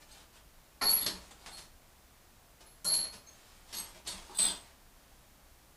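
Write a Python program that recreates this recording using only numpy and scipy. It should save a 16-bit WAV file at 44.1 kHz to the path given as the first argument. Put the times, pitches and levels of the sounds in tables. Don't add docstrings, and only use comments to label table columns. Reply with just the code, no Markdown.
import sys
import numpy as np
from scipy import signal
from scipy.fft import rfft, irfft
from scipy.io import wavfile

SR = 44100
rng = np.random.default_rng(int(sys.argv[2]) if len(sys.argv) > 2 else 0)


def transcribe(signal):
    frames = np.atleast_2d(signal).T
    limited = np.clip(frames, -1, 1)
    pcm = np.round(limited * 32767).astype(np.int16)
    wavfile.write(sys.argv[1], SR, pcm)


N = 254016
TAIL = 20480
AGE = np.arange(TAIL) / SR

# frequency in Hz, relative dB per Hz.
RUMBLE_COLOUR = [(12, -23), (22, 3.5), (50, -6), (62, 2.5), (75, -10), (115, -13), (200, -22.5),
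                 (1000, -90)]
# frequency in Hz, relative level in dB.
CRACK_COLOUR = [(100, -16.5), (250, -3.5), (480, -6.5), (700, -1), (1300, -2.5), (1900, -2.5), (3000, -3),
                (4500, -3), (6000, -6), (9000, -7.5), (11500, -15), (13000, -27), (15500, -41)]
# start in seconds, level in dB, brightness in dB per octave,
# chatter in seconds, thud of the shell in dB, level of the rebounds in dB, settling time in seconds.
LANDINGS = [ (.814, -36.5, -1.5, 0.018, -64, -44, 0.44), (0.897, -40, 13, 0.006, -60, -55, .02),
            (1.062, -36.5, .5, 0.0042, -45.5, -50.5, 0.12), (1.309, -55, -0.5, 0.0076, -87, -65, .02),
            (1.461, -49, -1, 0.006, -82, -58, 0.053), (1.571, -50.5, 2, 0.017, -64, -54, 0.055),
            (2.606, -58.5, -0.5, 0.007, -82, -63, .06), (2.845, -40, 9.5, .025, -50.5, -46.5, 0.28),
            (2.937, -39.5, 11.5, 0.0086, -61, -55, .02), (3.124, -51.5, .5, 0.02, -62.5, -62, 0.024),
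            (3.728, -44.5, 3, 0.018, -57.5, -47, 0.069), (3.946, -55.5, -0.5, 0.023, -62.5, -65, .02),
            (4.068, -41.5, 4, 0.026, -54, -47, 0.13), (4.386, -39, 1.5, 0.026, -50, -38.5, 0.11), ]
PIECE_MODES = { "wrench": [(4330, 0, .2), (4443, -1.5, .2), (4385, -9, .07), (11083, -3, .26),
               (11312, 0, .28), (11255, -11, .1)], "spanner": [(4243, -1, .36), (4315, -3, .3),
               (4365, -3, .24), (4445, -5, .36), (8960, -22, .2), (10990, -6, .22), (11019, -5, .22),
               (11117, -1, .32), (11318, -12, .2)], "bit": [(3600, -16, .05), (4130, -11, .03),
               (8083, -10, .1), (8126, -4, .12), (8209, 0, .15), (8280, -9, .09), (9975, -17, .12),
               (11320, -29, .08), (14390, -33, .12)], "socket": [(3578, 0, .1), (3680, -7, .05),
               (4090, -5, .03), (4861, -9, .07), (8149, -4, .08), (9985, -15, .08), (14392, -16, .07)],
               "screw": [(4350, -6, .012), (4800, -8, .012), (6420, -4, .06), (8205, 0, .07),
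               (11320, -1, .06), (14300, -14, .04)], "pin": [(4290, -11, .16), (6440, 0, .07)],
               "pliers": [(3364, 0.5, 0.015), (3740, 8.5, 0.01), (4310, 17.5, 0.0064), (4694, -4, 0.017),
               (5320, 2.5, 0.014), (5850, -16, 0.013)], "lid": [(678, 6.5, 0.011), (793, -4.5, 0.059),
               (1107, 9, 0.018), (1333, 9, 0.024), (1680, 5.5, 0.0062)], "washer": [(3240, -4, 0.022),
               (3360, -1, 0.0093), (4750, -2, 0.035)], "handle": [(368, -1.5, 0.013), (860, 5, 0.016),
               (1060, -13, .012)], }


def undb(db):
    return 10 ** (np.asarray(db) / 20)


def level(x, db):
    energy_s = np.sum(x ** 2) / SR
    return x * undb(db) / np.sqrt(energy_s * 20)


def colour(x, points, tilt_db=0):
    octave = np.log2(np.maximum(np.fft.rfftfreq(len(x), 1 / SR), 10))
    hz, db = np.transpose(points)
    gain = undb(np.interp(octave, np.log2(hz), db) + tilt_db * octave)
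    return irfft(rfft(x) * gain, len(x))


def add(out, s, x):
    start = max(int(s * SR), 0)
    out[start:start + len(x)] += x[:N - start]


def room_paths(direct_db=-10, build_s=0.00017, sparse_s=.025):
    # frequency in Hz, t60 in seconds.
    reverb_times = [(150, 0.36), (600, 0.42), (2000, 0.26), (5000, 0.25), (12000, 0.25)]
    density = np.minimum(0.11 + (AGE / sparse_s) ** 2, 1)
    present = rng.random(TAIL) < density
    echoes = rng.standard_normal(TAIL) * present / np.sqrt(density)
    spectrum = rfft(echoes)
    octave = np.log2(np.fft.rfftfreq(TAIL, 1 / SR) + 1)
    hz, t60s = np.transpose(reverb_times)
    tail = np.zeros(TAIL)
    for band, t60 in zip(np.eye(len(hz)), t60s):
        band_echoes = irfft(spectrum * np.interp(octave, np.log2(hz), band))
        tail += band_echoes * np.exp(-np.log(1000) * AGE / t60)
    tail *= 1 - np.exp(-AGE / build_s)
    tail[0] += undb(direct_db) * np.sqrt(np.sum(tail ** 2))
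    return np.roll(tail, SR // 2000)


def in_room(x):
    return signal.fftconvolve(x, room_paths())[:TAIL]


def contacts(force, rate, scatter_db):
    happens = rng.random(TAIL) < rate / SR
    return force * happens * undb(scatter_db * rng.standard_normal(TAIL))


def blow(chatter_s, rate=450, bounce_db=-3, clean_s=0.023):
    bounce_force = np.exp(-(AGE / chatter_s) ** 2)
    hits = undb(bounce_db) * contacts(bounce_force, rate, scatter_db=5)
    hits[0] = 1 / (1 + (chatter_s / clean_s) ** 2)
    return in_room(hits)


def resonate(x, hz, t60):
    pole = np.exp((2j * np.pi * hz - np.log(1000) / t60) / SR)
    return signal.lfilter([1, 0, -1], [1, -2 * pole.real, abs(pole) ** 2], x)


def ring(push, modes, tilt_db=0, onset_s=0.0054):
    out = np.zeros(TAIL)
    for hz, db, t60 in modes:
        rounded = resonate(push, hz, onset_s)
        out += level(resonate(rounded, hz, t60), db + tilt_db * np.log2(hz))
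    return out


def air(hiss_db=-62, rumble_db=-63.5):
    # frequency in Hz, relative dB per Hz.
    hiss_colour = [(71, -7), (120, -3.5), (230, -4.5), (339, -5.5), (415, -8.5), (690, -5.5), (2750, -14),
                   (9910, -17), (14300, -17.5), (15500, -18.5)]
    hiss = colour(rng.standard_normal(N), hiss_colour)
    rumble = colour(rng.standard_normal(N), RUMBLE_COLOUR)
    return undb(hiss_db) * hiss / np.std(hiss) + undb(rumble_db) * rumble / np.std(rumble)


def booms(hardest_boom_db=-51.5, slope=0.53, peak_s=0.085):
    out = np.zeros(N)
    swell = AGE * np.exp(-AGE / peak_s)
    hardest_db = max(db for _, db, *_ in LANDINGS)
    for s, db, *_ in LANDINGS:
        boom = swell * colour(rng.standard_normal(TAIL), RUMBLE_COLOUR)
        add(out, s, level(boom, hardest_boom_db + slope * (db - hardest_db)))
    return out


def slides(rate=900):
    # start in seconds, length in seconds, level in dB.
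    drags = [ (0, 0.03, -59.5), (.07, .16, -54), (0.323, 0.056, -59.5), (1.159, 0.15, -56),
             (1.342, 0.28, -52.5), (3.199, 0.49, -54.5), (3.654, 0.28, -47), (4.048, 0.032, -51.5),
             (4.202, 0.36, -48), (4.564, 0.18, -58), (4.886, 0.44, -64.5), ]
    out = np.zeros(N)
    for s, length_s, db in drags:
        force = np.sqrt(np.abs(np.sin(np.pi * np.minimum(AGE / length_s, 1))))
        scrape = in_room(contacts(force, rate, scatter_db=0.5))
        add(out, s, level(colour(scrape, CRACK_COLOUR), db))
    return out


def knock(db, tilt_db, chatter_s, thud_db):
    # frequency in Hz, relative level in dB, t60 in seconds.
    shell_modes = [(104, -1.5, 0.048), (185.6, 4, 0.19), (306, 3, 0.0085), (598, -0.5, 0.027),
                   (630, -15, 0.071), (910, 1, 0.0094)]
    push = blow(chatter_s)
    crack = level(colour(push, CRACK_COLOUR, tilt_db), db)
    thud = level(ring(push, shell_modes), thud_db)
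    return crack + thud


def knocks(count=4, rebound_s=.047, rebound_chatter_s=0.029, rebound_thud_db=-15, settled_db=-9):
    out = np.zeros(N)
    for s, db, tilt_db, chatter_s, thud_db, rebound_db, settle_s in LANDINGS:
        add(out, s, knock(db, tilt_db, chatter_s, thud_db))
        for after_s in rebound_s * (1 + np.arange(count)):
            now_db = rebound_db + settled_db * (after_s / settle_s) ** 2
            rebound = knock(now_db, 0, rebound_chatter_s, now_db + rebound_thud_db)
            add(out, s + after_s, rebound)
    return out


def rattles(touch_gap_s=.022, fall_db=-7.5):
    # start in seconds, piece, level in dB, brightness in dB per octave, length in seconds,
    # loudest moment as a fraction of the length, chatter of a touch in seconds.
    rocking = [ (0.812, "wrench", -29, -2.5, 0.071, 0.86, 0.01),
               (.965, "wrench", -38.5, 2.5, .044, 0, 0.012), (1.46, "socket", -62.5, 4, 0.093, 0.2, 0.018),
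               (2.849, "spanner", -32.5, 1.5, .122, 0.28, 0.011),
               (3.748, "screw", -43.5, -0.5, 0.034, 0.7, 0.0096),
               (4.386, "bit", -29, 5.5, .041, 0.26, 0.0052),
               (4.416, "socket", -36.5, 1.5, .054, 0.38, 0.0062), ]
    out = np.zeros(N)
    for s, piece, db, tilt_db, length_s, loudest, chatter_s in rocking:
        touches = 1 + round(length_s / touch_gap_s)
        for part in np.linspace(0, 1, touches):
            touch = ring(blow(chatter_s), PIECE_MODES[piece], tilt_db)
            touch_db = db + fall_db * (part - loudest) ** 2
            add(out, s + part * length_s, level(touch, touch_db))
    return out


def clinks():
    # start in seconds, piece, level in dB, brightness in dB per octave, chatter in seconds.
    strikes = [ (.11, "screw", -59.5, -8, 0.012), (0.812, "lid", -36.5, 1, 0.0051),
               (.913, "wrench", -27.5, 24, 0.007), (1.010, "socket", -45, 1, 0.0036),
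               (1.061, "pliers", -35.5, 23, 0.0066), (1.516, "spanner", -50.5, -3, 0.01),
               (1.523, "bit", -60, 1, 0.013), (1.573, "pliers", -59, 0, 0.0066),
               (2.659, "spanner", -59.5, 8, 0.0061), (2.845, "lid", -46, -5.5, 0.029),
               (3.265, "pin", -56, -2, 0.00075), (3.738, "pliers", -46.5, -14, 0.051),
               (4.064, "pliers", -43, -26, 0.039), (4.071, "bit", -49.5, 1, 0.024),
               (4.295, "handle", -51.5, -1.5, 0.0014), (4.347, "socket", -50, 3.5, 0.0067),
               (4.355, "bit", -35.5, 20, 0.045), (4.386, "pliers", -37, -23, .0015),
               (4.484, "washer", -42.5, -2, 0.0022), ]
    out = np.zeros(N)
    for s, piece, db, tilt_db, chatter_s in strikes:
        struck = ring(blow(chatter_s), PIECE_MODES[piece], tilt_db)
        add(out, s, level(struck, db))
    return out


def scene():
    background = air() + booms()
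    case = slides() + knocks()
    pieces = rattles() + clinks()
    return (background + case + pieces)[None]


def record(dry, top_hz=15400):
    low_pass = signal.ellip(10, .2, 80, top_hz, fs=SR, output="sos")
    return signal.sosfilt(low_pass, dry)


dry = scene()
out = record(dry)
transcribe(out)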